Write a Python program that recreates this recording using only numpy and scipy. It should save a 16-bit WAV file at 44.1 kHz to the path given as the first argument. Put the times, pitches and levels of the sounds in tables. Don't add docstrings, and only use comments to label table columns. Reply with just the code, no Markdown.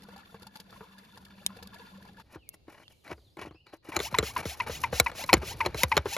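import sys
import numpy as np
from scipy import signal
from scipy.fft import rfft, irfft, next_fast_len
from scipy.io import wavfile
from scipy.ndimage import map_coordinates

SR = 44100
rng = np.random.default_rng(int(sys.argv[2]) if len(sys.argv) > 2 else 0)


def dump(signal):
    limited = np.clip(np.atleast_2d(signal).T, -1, 1)
    pcm = np.round(limited * 32767).astype(np.int16)
    wavfile.write(sys.argv[1], SR, pcm)


N = 272097
T = np.arange(N) / SR

# (frequency [Hz], width [Hz], gain [dB])
RUB_MODES = [(350, 670, -5), (646, 6.5, 6), (837, 76, -1), (1946, 160, -4), (2296, 120, -4), (2940, 26, -5)]
# (frequency [Hz], width [Hz], gain [dB])
TANK_MODES = [(193, 34, -2.5), (333, 30, 1), (585, 38, -1), (752, 44, -5), (910, 47, -6.5),
              (1089, 64, -6.5)]
# (start [s], end [s], level [dB], swell over the stroke [dB])
DOWN_STROKES = [(4.01, 4.078, -42.5, 1), (4.24, 4.311, -42.5, -3), (4.464, 4.545, -41.5, -6.5),
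                (4.705, 4.785, -44, -3.5), (4.933, 4.999, -41, 1), (5.158, 5.235, -45.5, 3.5),
                (5.448, 5.53, -44.5, 1), (5.757, 5.83, -47.5, 13), (6.068, 6.153, -50.5, 13)]
# (time [s], level [dB], pitch [Hz], upper pair offset [dB], decay time [s])
VALVE_SQUEAKS = [(3.92, -44.5, 883, -6.5, 0.12), (4.143, -24.5, 900, -18, 0.039),
                 (4.363, -27, 914, -20, 0.027), (4.601, -27.5, 906, -11, 0.043),
                 (4.837, -25, 894, -12.5, 0.056), (5.062, -27.5, 880, -8.5, 0.043),
                 (5.291, -26.5, 936, -10.5, 0.076), (5.605, -26, 887, -9, 0.13),
                 (5.917, -22.5, 865, -10.5, 0.076)]
# (frequency [Hz], gain [dB])
COLOUR_RESPONSE = [(28, -18), (60, 1.5), (6800, 5), (7600, 2), (8300, -7), (9000, 3.5), (11000, 1.5),
                   (14300, -2), (15200, -20), (16300, -28.5)]


def amp(db):
    return 10 ** (np.asarray(db) / 20)


def unit(x):
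    return x / np.sqrt(np.mean(x ** 2) + 1e-20)


def along(points, hz):
    f, v = np.transpose(points)
    return np.interp(np.log(hz + 1), np.log(f + 1), v)


def curves(rows):
    s, *cols = np.transpose(rows)
    return [np.interp(T, s, c) for c in cols]


def span(start, end, edge_s):
    return np.clip(1 + np.minimum(T - start, end - T) / edge_s, 0, 1) ** 2


def progress(start, end):
    return np.clip((T - start) / (end - start), 0, 1)


def attack(t, tau_s):
    return 1 - np.exp(-t / tau_s)


def sweep(t, hz, excess, tau_s):
    return np.sin(2 * np.pi * hz * (t + excess * tau_s * attack(t, tau_s)))


def wobble(rate_hz):
    return map_coordinates(rng.standard_normal(int(N * rate_hz / SR) + 4), [T * rate_hz])


def filtered(x, response):
    m = next_fast_len(N + SR // 2)
    return irfft(rfft(x, m) * response(np.fft.rfftfreq(m, 1 / SR)), m)[..., :N]


def modes(peaks):
    return lambda f: sum((-1) ** k * amp(db) * 1j * f * w / (c * c - f * f + 1j * f * w)
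                         for k, (c, w, db) in enumerate(peaks))


def noise(response, grain_db, rate_hz):
    return unit(filtered(rng.standard_normal(N) * amp(grain_db * wobble(rate_hz)), response))


def add(track, s, sound):
    part = track[round(s * SR):][:len(sound)]
    part += sound[:len(part)]


def spread(make):
    # (frequency [Hz], correlation)
    correlation = [(60, 1), (300, 0.61), (1500, 0.24), (5000, 0.41), (15000, 1)]
    angle = lambda hz: np.arccos(np.clip(along(correlation, hz), -1, 1)) / 2
    weights = lambda hz: np.array([np.cos(angle(hz)), np.sin(angle(hz))])
    mid, side = filtered(np.array([make(), make()]), weights)
    return np.array([mid + side, mid - side])


def air():
    # (time [s], level [dB])
    levels = [(0.0, -63.5), (0.93, -65.5), (1.61, -61.5), (2.95, -66), (3.33, -66), (3.64, -74),
              (3.92, -65), (4.12, -54), (5.72, -50.5), (5.82, -51), (6.17, -56)]
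    # (frequency [Hz], gain [dB])
    spectrum = [(25, 1), (55, -6.5), (110, -7), (200, -18.5), (500, -21.5), (1500, -42), (3000, -39),
                (4500, -33.5), (7000, -67), (15000, -68.5)]
    rumble_db, = curves(levels)
    rumble = spread(lambda: noise(lambda f: amp(along(spectrum, f)), grain_db=3, rate_hz=6.9))
    hiss = spread(lambda: noise(lambda f: f / (f + 1500), grain_db=-8, rate_hz=3.09))
    return amp(rumble_db + 4) * rumble + amp(-83.5) * hiss


def birds():
    # (start [s], length [s], first pitch [Hz], last pitch [Hz], level [dB])
    whistles = [(2.392, 0.096, 3100, 2140, -74.5), (2.508, 0.043, 2710, 2700, -79),
                (2.834, 0.04, 3090, 2680, -70), (2.906, 0.033, 3230, 2200, -72),
                (2.983, 0.052, 4280, 2970, -81), (3.171, 0.052, 4850, 3140, -80),
                (3.249, 0.04, 4210, 3230, -75.5), (3.302, 0.045, 4440, 5300, -84.5),
                (3.487, 0.023, 3300, 2670, -73), (3.517, 0.046, 4140, 5330, -80.5),
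                (3.552, 0.066, 2540, 2930, -74), (3.616, 0.037, 4200, 4930, -85),
                (3.667, 0.023, 4650, 3930, -70), (3.707, 0.035, 4330, 3220, -83)]
    out = np.zeros(N)
    for s, length, first_hz, last_hz, db in whistles:
        glide_hz = first_hz + (last_hz - first_hz) * progress(s, s + length)
        husky_hz = glide_hz * (1 + .022 * wobble(350))
        tone = np.sqrt(2) * np.sin(2 * np.pi * np.cumsum(husky_hz) / SR)
        out += amp(db + 3.8 * wobble(120)) * tone * span(s, s + length, edge_s=0.01)
    t = T[:SR // 3]
    trees = rng.standard_normal((2, len(t))) * amp(-60 * t / 0.54)
    blur = signal.fftconvolve(out[None], trees / np.linalg.norm(trees[0]), axes=1)[:, :N]
    return 0.78 * out + 0.74 * blur


def ground(x, t60_s):
    t = T[:SR // 6]
    tail = signal.lfilter([1, -.7], 1, rng.standard_normal((2, len(t)))) * amp(-60 * t / t60_s)
    return signal.fftconvolve(x[None], tail / np.linalg.norm(tail[0]), axes=1)[:, :N]


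def fire():
    # (time [s], level [dB], edge offset [dB], body offset [dB])
    pops = [(1.464, -9.5, -2.5, -20), (2.4905, -41.5, 17.5, -32), (2.88, -39, -27, -21)]
    # (frequency [Hz], width [Hz], gain [dB])
    wood_modes = [(3400, 410, 5.5), (5070, 450, -7)]
    crack, direct, t = np.zeros(N), np.zeros(N), T[:SR // 20]
    echo_s = .003
    for s, db, edge_db, body_db in pops:
        spit = rng.standard_normal((2, len(t) + 2))
        echo = 0.058 * amp(db - 60 * (t - echo_s) / 0.0022) * (t > echo_s)
        fade = amp(db - 60 * t / 0.006) + echo
        edge = amp(edge_db - 4) * np.diff(spit[1], 2) * fade * (amp(-60 * t / 0.0038) + .15)
        body = amp(db + body_db - 60 * t / 0.0048) * np.sin(2 * np.pi * 900 * t)
        add(crack, s, 2.2 * spit[0, 2:] * fade)
        add(direct, s, edge + body)
    return filtered(crack, modes(wood_modes)) + direct


def bubbles(count, hz, spread_oct, cycles, size_db):
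    when, pitch, size = rng.random(count), rng.standard_normal(count), rng.standard_normal(count)
    bubble_hz = np.clip(hz * 2 ** (spread_oct * pitch), 250, 14000)[:, None]
    samples = np.arange(600)
    age = bubble_hz * samples / SR / cycles
    envelope = amp(size_db * np.clip(size, -2, 2))[:, None] * age * np.exp(-2 * age)
    wave = envelope * np.sin(2 * np.pi * cycles * age * (1 + 0.029 * age))
    at = (when * N).astype(int)[:, None] + samples
    return unit(np.bincount(at.ravel(), wave.ravel(), N + 600)[:N])


def pour():
    # (time [s], tank air tone [dB], gurgle [dB], fizz [dB])
    levels = [(0.0, -57, -65, -64), (0.53, -63.5, -65, -60.5), (2.08, -58, -66, -63.5),
              (2.222, -59.5, -58, -58.5)]
    # (frequency [Hz], width [Hz], gain [dB])
    hollow_modes = [(462, 58, -7.5), (977, 193, 0), (1418, 63, 0), (1690, 79, 3.5), (2295, 170, -7),
                    (2660, 200, 0), (3565, 66, 3), (3910, 14, 3.5), (4500, 410, -3), (5700, 280, -11), ]
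    # (frequency [Hz], width [Hz])
    neck = (192, 12.2)
    # (time [s], level [dB], glug offset [dB], glug pitch [Hz])
    splashes = [(0.031, -39, -16, 850), (0.0856, -46.5, 1, 477), (0.1605, -41.5, -3, 792),
                (0.3437, -51, 10.5, 454), (0.4199, -38, -13, 360), (0.467, -36, -11, 883),
                (0.5553, -32.5, -12, 870), (0.599, -33.5, -18, 470), (0.727, -53.5, 5, 1305),
                (0.8071, -51.5, 13, 438), (0.982, -38, -28, 870), (1.1736, -41.5, -6.5, 894),
                (1.249, -39, -32, 495), (1.502, -56.5, 10.5, 1050), (1.567, -41, -3.5, 472),
                (1.625, -31.5, -13.5, 487), (1.742, -38, -11, 950), (2.05, -44, -7, 1000),
                (2.1972, -42, -4, 902)]
    # (time [s], level [dB])
    drops = [(0.0208, -41), (0.179, -42), (0.3969, -51), (0.4298, -41), (0.5704, -42), (0.6418, -53),
             (0.7062, -46), (0.781, -55), (0.8409, -51), (0.9257, -56), (1.0489, -47), (1.1237, -48),
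             (1.1577, -51), (1.2839, -49), (1.6725, -36), (1.7857, -47), (1.9743, -47), (2.0272, -44),
             (2.0774, -47), (2.1324, -53), (2.17, -54)]
    tone_db, gurgle_db, fizz_db = curves(levels)
    hollow = lambda f: modes(hollow_modes)(f) + amp(-15)
    tone = amp(tone_db) * noise(modes([(*neck, 0)]), grain_db=1.5, rate_hz=24)
    churn = lambda: noise(lambda f: f / (f + 400) / (1 + (f / 3500) ** 2), grain_db=6, rate_hz=120)
    in_tank = lambda x, churn_gain: unit(filtered(x + churn_gain * churn(), hollow))
    low = lambda: in_tank(bubbles(1500, hz=1104, spread_oct=0.896, cycles=6.5, size_db=5), 0.5)
    high = lambda: in_tank(bubbles(7000, hz=3350, spread_oct=0.71, cycles=4.1, size_db=6), 1.55)
    mist = lambda: noise(lambda f: (f / (f + 5000)) ** 2, grain_db=2.2, rate_hz=30)
    lumps = wobble(45) + .4 * wobble(14)
    fizz = amp(fizz_db - 7.5 + 2.8 * lumps) * (spread(high) + amp(0.5) * spread(mist))
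    gurgle = amp(gurgle_db + 2.5 + 3.1 * lumps) * spread(low)

    spray, slap, glugs, t = np.zeros(N), np.zeros(N), np.zeros(N), T[:SR // 10]
    for s, db, glug_db, hz in splashes:
        add(spray, s, amp(db - 60 * t / 0.033) * attack(t, 0.0044))
        add(slap, s, amp(db + glug_db - 60 * t / 0.053) * attack(t, 0.0014))
        glug = np.sin(2 * np.pi * hz * t) * attack(t, 0.00049)
        add(glugs, s, amp(db + glug_db - 60 * t / 0.074) * glug)
    for s, db in drops:
        add(spray, s, amp(db - 1.5 - 60 * t / 0.017) * attack(t, 0.0008))
    thump = amp(19) * filtered(slap, modes([(neck[0], 25, 0)]))
    bright = lambda: noise(lambda f: hollow(f) * (f / (f + 3000)) ** 2, grain_db=3.5, rate_hz=360)
    dull = noise(lambda f: hollow(f) / (1 + (f / 1600) ** 4), grain_db=1, rate_hz=220)
    splashing = 0.75 * spray * spread(bright) + 0.52 * slap * dull + 0.65 * glugs + thump
    return (gurgle + fizz + tone + splashing) * span(0, levels[-1][0], edge_s=0.006)


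def screw_thread():
    # (start [s], end [s], start level [dB], end level [dB], hiss offset [dB])
    turns = [(2.25, 2.35, -81.5, -54.5, -4.5), (2.544, 2.554, -65, -79, 13.5),
             (2.683, 2.833, -60.5, -59.5, -9), (2.906, 2.923, -66, -68, 4), (3.051, 3.126, -54.5, -46, -16),
             (3.39, 3.48, -47.5, -54.5, -19), (3.671, 3.725, -61, -73.5, -17), (3.735, 3.767, -61, -72, -1),
             (3.838, 3.899, -65, -44.5, -12)]
    envelopes = np.array([amp(db + (end_db - db) * progress(a, b)) * span(a, b, edge_s=0.019)
                          for a, b, db, end_db, _ in turns])
    turning = envelopes.sum(axis=0)
    hissing = amp(np.transpose(turns)[4]) @ envelopes
    colour = lambda f: modes(RUB_MODES)(f) + 0.078 * f / (f + 500) / (1 + (f / 3000) ** 4)
    scrape = noise(colour, grain_db=4, rate_hz=130)
    hiss = noise(lambda f: (f / (f + 3000)) ** 2, grain_db=5, rate_hz=110)
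    slip_rate_hz = 110 * amp(4.5 * wobble(60))
    slip_count = np.floor(np.cumsum(slip_rate_hz / SR))
    slips = np.diff(slip_count, prepend=0) * amp(6.3 * rng.standard_normal(N))
    tank = modes(TANK_MODES)
    rattle = filtered(slips * turning, tank) / np.std(filtered(slips, tank))
    return 0.93 * turning * scrape + amp(-5.5) * rattle + hissing * hiss


def rod():
    # (start [s], length [s], level [dB])
    slides = [(3.961, 0.009, -32.5), (4.115, 0.007, -55), (4.178, 0.014, -51), (4.377, 0.037, -42),
              (4.428, 0.016, -51), (4.666, 0.025, -45.5), (5.152, 0.01, -53), (5.211, 0.0065, -46),
              (5.368, 0.013, -48.5), (5.419, .014, -48), (5.652, 0.016, -38.5), (5.945, 0.029, -56)]
    rub = noise(lambda f: modes(RUB_MODES)(f) + .3 / (1 + (f / 2500) ** 4), grain_db=2.6, rate_hz=150)
    hiss = noise(lambda f: (f / (f + 2500)) ** 2, grain_db=6, rate_hz=190)
    lift_s, drag_s = 0.018, 0.04
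    scrapes = sum(amp(db) * span(s, s + length, edge_s=0.0048) for s, length, db in slides)
    scrapes += amp(-51) * sum(span(s, s + drag_s, edge_s=0.0098) for s, *_ in VALVE_SQUEAKS)
    lifts = amp(-51) * sum(span(s - lift_s, s, edge_s=0.036) for s, *_ in VALVE_SQUEAKS[1:])
    pumping = T > VALVE_SQUEAKS[0][0]
    rubbing = scrapes + amp(-58.5) * pumping
    hissing = amp(-9) * scrapes + lifts + amp(-67.5) * pumping
    return rubbing * rub + hissing * hiss


def piston():
    # (frequency [Hz], density [dB])
    spectrum = [(180, -37), (300, -10), (669, -13), (1540, -9), (2250, 1.5), (4620, -2.5), (6620, -1),
                (7420, -1.5), (8600, -24.5), (9330, -7), (12300, -7), (15000, -15.5)]
    push, travel = np.zeros(N), np.zeros(N)
    for start, end, db, swell_db in DOWN_STROKES:
        u = progress(start, end)
        arch_db = 5 * np.sin(np.pi * u)
        push += amp(db + swell_db * u + arch_db) * span(start, end, edge_s=0.023)
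        travel += np.clip((T - start) / (end - start), 0, 1.3) * (T < end + .03)
    column_hz = 430 * 2 ** (1.2 * travel + .04 * wobble(60))
    jet = rng.standard_normal(N) * amp(1.2 * wobble(90))
    dull = signal.lfilter([.55], [1, -.45], jet)
    echoes = sum(.64 ** k * np.interp(T - k / column_hz, T, dull) for k in range(1, 7))
    column = jet + amp(3 * travel - 1) * echoes
    hiss = unit(filtered(column, lambda f: amp(along(spectrum, f) - along(COLOUR_RESPONSE, f))))
    phase = 2 * np.pi * np.cumsum(column_hz) / SR
    whoosh = amp(12 * travel - 30.5 + 5 * wobble(100)) * np.sin(phase + 1.15 * wobble(220))
    return amp(12) * push * (hiss + whoosh)


def valve():
    upper_hz, hold_s, sag_s = 2226, 0.0085, 0.006
    jolt_hz, jolt_delay_s = 87, 0.0156
    out, t = np.zeros(N), T[:SR // 8]
    after = np.clip(t - hold_s, 0, None)
    sagged_t = t + .25 * sag_s * attack(t, sag_s)
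    hook_envelope = 3.5 * np.minimum(t / .012, 1) * amp(60 * after / .07)
    rasp_band = signal.butter(2, [700, 3200], "band", fs=SR, output="sos")
    for s, db, hz, upper_db, decay_s in VALVE_SQUEAKS:
        drift = np.cumsum(rng.standard_normal((3, len(t))), axis=1) * [[.025], [.08], [.08]]
        fade = 0.77 * amp(-90 * after / decay_s) + 0.31 * amp(-35 * after / decay_s)
        low = amp(db) * fade * np.sin(2 * np.pi * hz * sagged_t + drift[0])
        hook = hook_envelope * np.sin(2 * np.pi * .78 * upper_hz * t * (1 + 9 * t) + drift[1] / 2)
        pair = hook + 2.04 * np.sin(2 * np.pi * upper_hz * sagged_t + drift[2])
        upper = amp(db + upper_db - 1.5 - 60 * after / 0.023) * pair
        rasp = amp(db - 3 - 60 * after / 0.0043) * signal.sosfilt(rasp_band, rng.standard_normal(len(t)))
        jolt = amp(db - 13.5 - 60 * t / 0.17) * attack(t, .006) * np.sin(2 * np.pi * jolt_hz * t)
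        add(out, s, attack(t, 0.00025) * (low + upper + rasp))
        add(out, s + jolt_delay_s, jolt)
    return out


def knocks():
    # (time [s], level [dB], body offset [dB], boom offset [dB], body pitch [Hz])
    blows = [(2.357, -43.5, 4.5, -3, 315), (2.5406, -40, -19, -23, 320), (2.6802, -48, 6.5, -29, 314),
             (3.0776, -35.5, -21, -21, 317), (3.1148, -39, 7.5, -5, 338), (3.1778, -55, 0, -3, 433),
             (3.3697, -33.5, -4.5, -21, 327), (3.4148, -29, -10, -18, 377), (3.469, -51, 11.5, 2, 292),
             (3.509, -48, 3, -6, 307), (3.545, -56, 4.5, -2, 320), (3.667, -43.5, -16, -32, 374),
             (3.734, -42, 2.5, -34, 326), (3.8873, -38, 2.5, -15, 316), (3.9651, -11.5, -14.5, -26, 334),
             (3.9912, -20.5, -14, -22, 402), (4.0012, -18, -11, -27, 404), (4.125, -34, -5.5, -1.5, 527),
             (4.1859, -7.5, -13, -22, 422), (4.227, -22.5, -4, -14, 443), (4.4544, -23, -8, -9.5, 446),
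             (4.6957, -31, 2, -5, 464), (4.9271, -30, 5.5, -0.5, 480), (4.9991, -4.5, -19, -23, 481),
             (5.1158, -30.5, -11.5, -31, 497), (5.239, -24.5, -17, -20.5, 537),
             (5.3297, -3.5, -12.5, -25, 512), (5.3379, -4, -11.5, -28, 350), (5.369, -30.5, -10, -0.5, 384),
             (5.4305, -29.5, -3.5, -18, 380), (5.6607, -14.5, -7, -18.5, 356), (5.69, -47, -4, 4, 520),
             (5.745, -23, -7.5, -10, 427), (5.8337, -5.5, -20, -22, 517), (5.9676, -9, -9, -21, 414),
             (5.976, -9, -17.5, -21.5, 555), (6.0568, -26, 2.5, -11, 395), (6.1654, -14, -38, -40, 523)]
    # (frequency [Hz], level [dB], twice the t60 [s])
    shell_modes = [(783, 1, 0.027), (1177, -8, 0.082), (1395, -8, 0.045), (2000, -8.5, 0.022),
                   (2095, -1.5, 0.034), (2172, -3.5, 0.04), (3394, 1, 0.023), (4044, -3.5, 0.051),
                   (5330, -4, 0.023), (7060, -1, 0.03)]
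    out, tank_drive, t = np.zeros(N), np.zeros(N), T[:SR // 5]
    for s, db, body_db, boom_db, hz in blows:
        bottoms_out = any(abs(s - end) < .012 for _, end, *_ in DOWN_STROKES)
        snap_db = -12 + 0.21 * db + 10 * bottoms_out
        tilt_db_per_hz = min(snap_db + 11, 0) / 5000
        ring = np.zeros(len(t))
        for mode_hz, mode_db, twice_t60 in shell_modes:
            fade = amp(mode_db + rng.normal(0, 3.96) + tilt_db_per_hz * mode_hz - 120 * t / twice_t60)
            phase = 2 * np.pi * mode_hz * rng.normal(1, 0.07) * t
            ring += fade * np.sin(phase + 0.088 * np.cumsum(rng.standard_normal(len(t))))
        grit = rng.standard_normal(len(t) + 1)
        snap = amp(snap_db + 10 - 60 * t / 0.0085) * np.diff(grit)
        crack = ring * attack(t, 0.00078) + snap * attack(t, 0.0003)
        dull = signal.sosfilt(signal.butter(2, 2.8 * hz, fs=SR, output="sos"), grit[1:])
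        thud = amp(-60 * t / 0.08) * dull * np.sqrt(SR / hz) / 5
        body_fade = amp(8 - 60 * t / 0.025) + amp(-13 - 60 * t / 0.12)
        tone = body_fade * sweep(t, hz, excess=0.32, tau_s=0.0022)
        body = (tone + 0.86 * thud) * attack(t, 0.0014) ** 2
        boom_hz = 64 * rng.normal(1, 0.092)
        boom = amp(2.45 - 60 * t / 0.2) * attack(t, 0.0053) * sweep(t, boom_hz, excess=4.18, tau_s=0.0077)
        add(tank_drive, s, amp(db + body_db + 20 - 60 * t / 0.0051) * grit[1:])
        add(out, s, amp(db - 9.5) * crack + amp(db + body_db) * body + amp(db + boom_db) * boom)
    return out + filtered(tank_drive, modes(TANK_MODES))


def scene():
    # (frequency [Hz], level [dB])
    lean = [(60, .5), (250, .8), (550, 2.4), (1500, .9), (4500, 2.2), (8500, -.5), (15000, 0)]
    # (frequency [Hz], phase [rad])
    lead = [(60, 0), (1100, .2), (3360, 1), (4820, .8), (6630, -1), (8870, -3.4), (11100, -6),
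            (15800, -9.6)]
    pump = screw_thread() + piston() + rod() + valve() + knocks()
    side = np.array([[.5], [-.5]])
    placement = lambda f: amp(side * along(lean, f)) * np.exp(1j * side * along(lead, f))
    sprayer = filtered(pump + pour(), placement)
    pops = fire()
    pops_pair = np.array([pops, amp(-1.5) * np.pad(pops, (6, 0))[:N]])
    return sprayer + pops_pair + amp(-4) * ground(pump + pops, t60_s=0.02) + birds() + air()


def record(dry):
    ceiling, top_hz = .93, 16330
    x = filtered(dry, lambda hz: amp(along(COLOUR_RESPONSE, hz)))
    x = x / (1 + np.abs(x / ceiling) ** 6) ** (1 / 6)
    return filtered(x, lambda hz: hz < top_hz)


dry = scene()
out = record(dry)
dump(out)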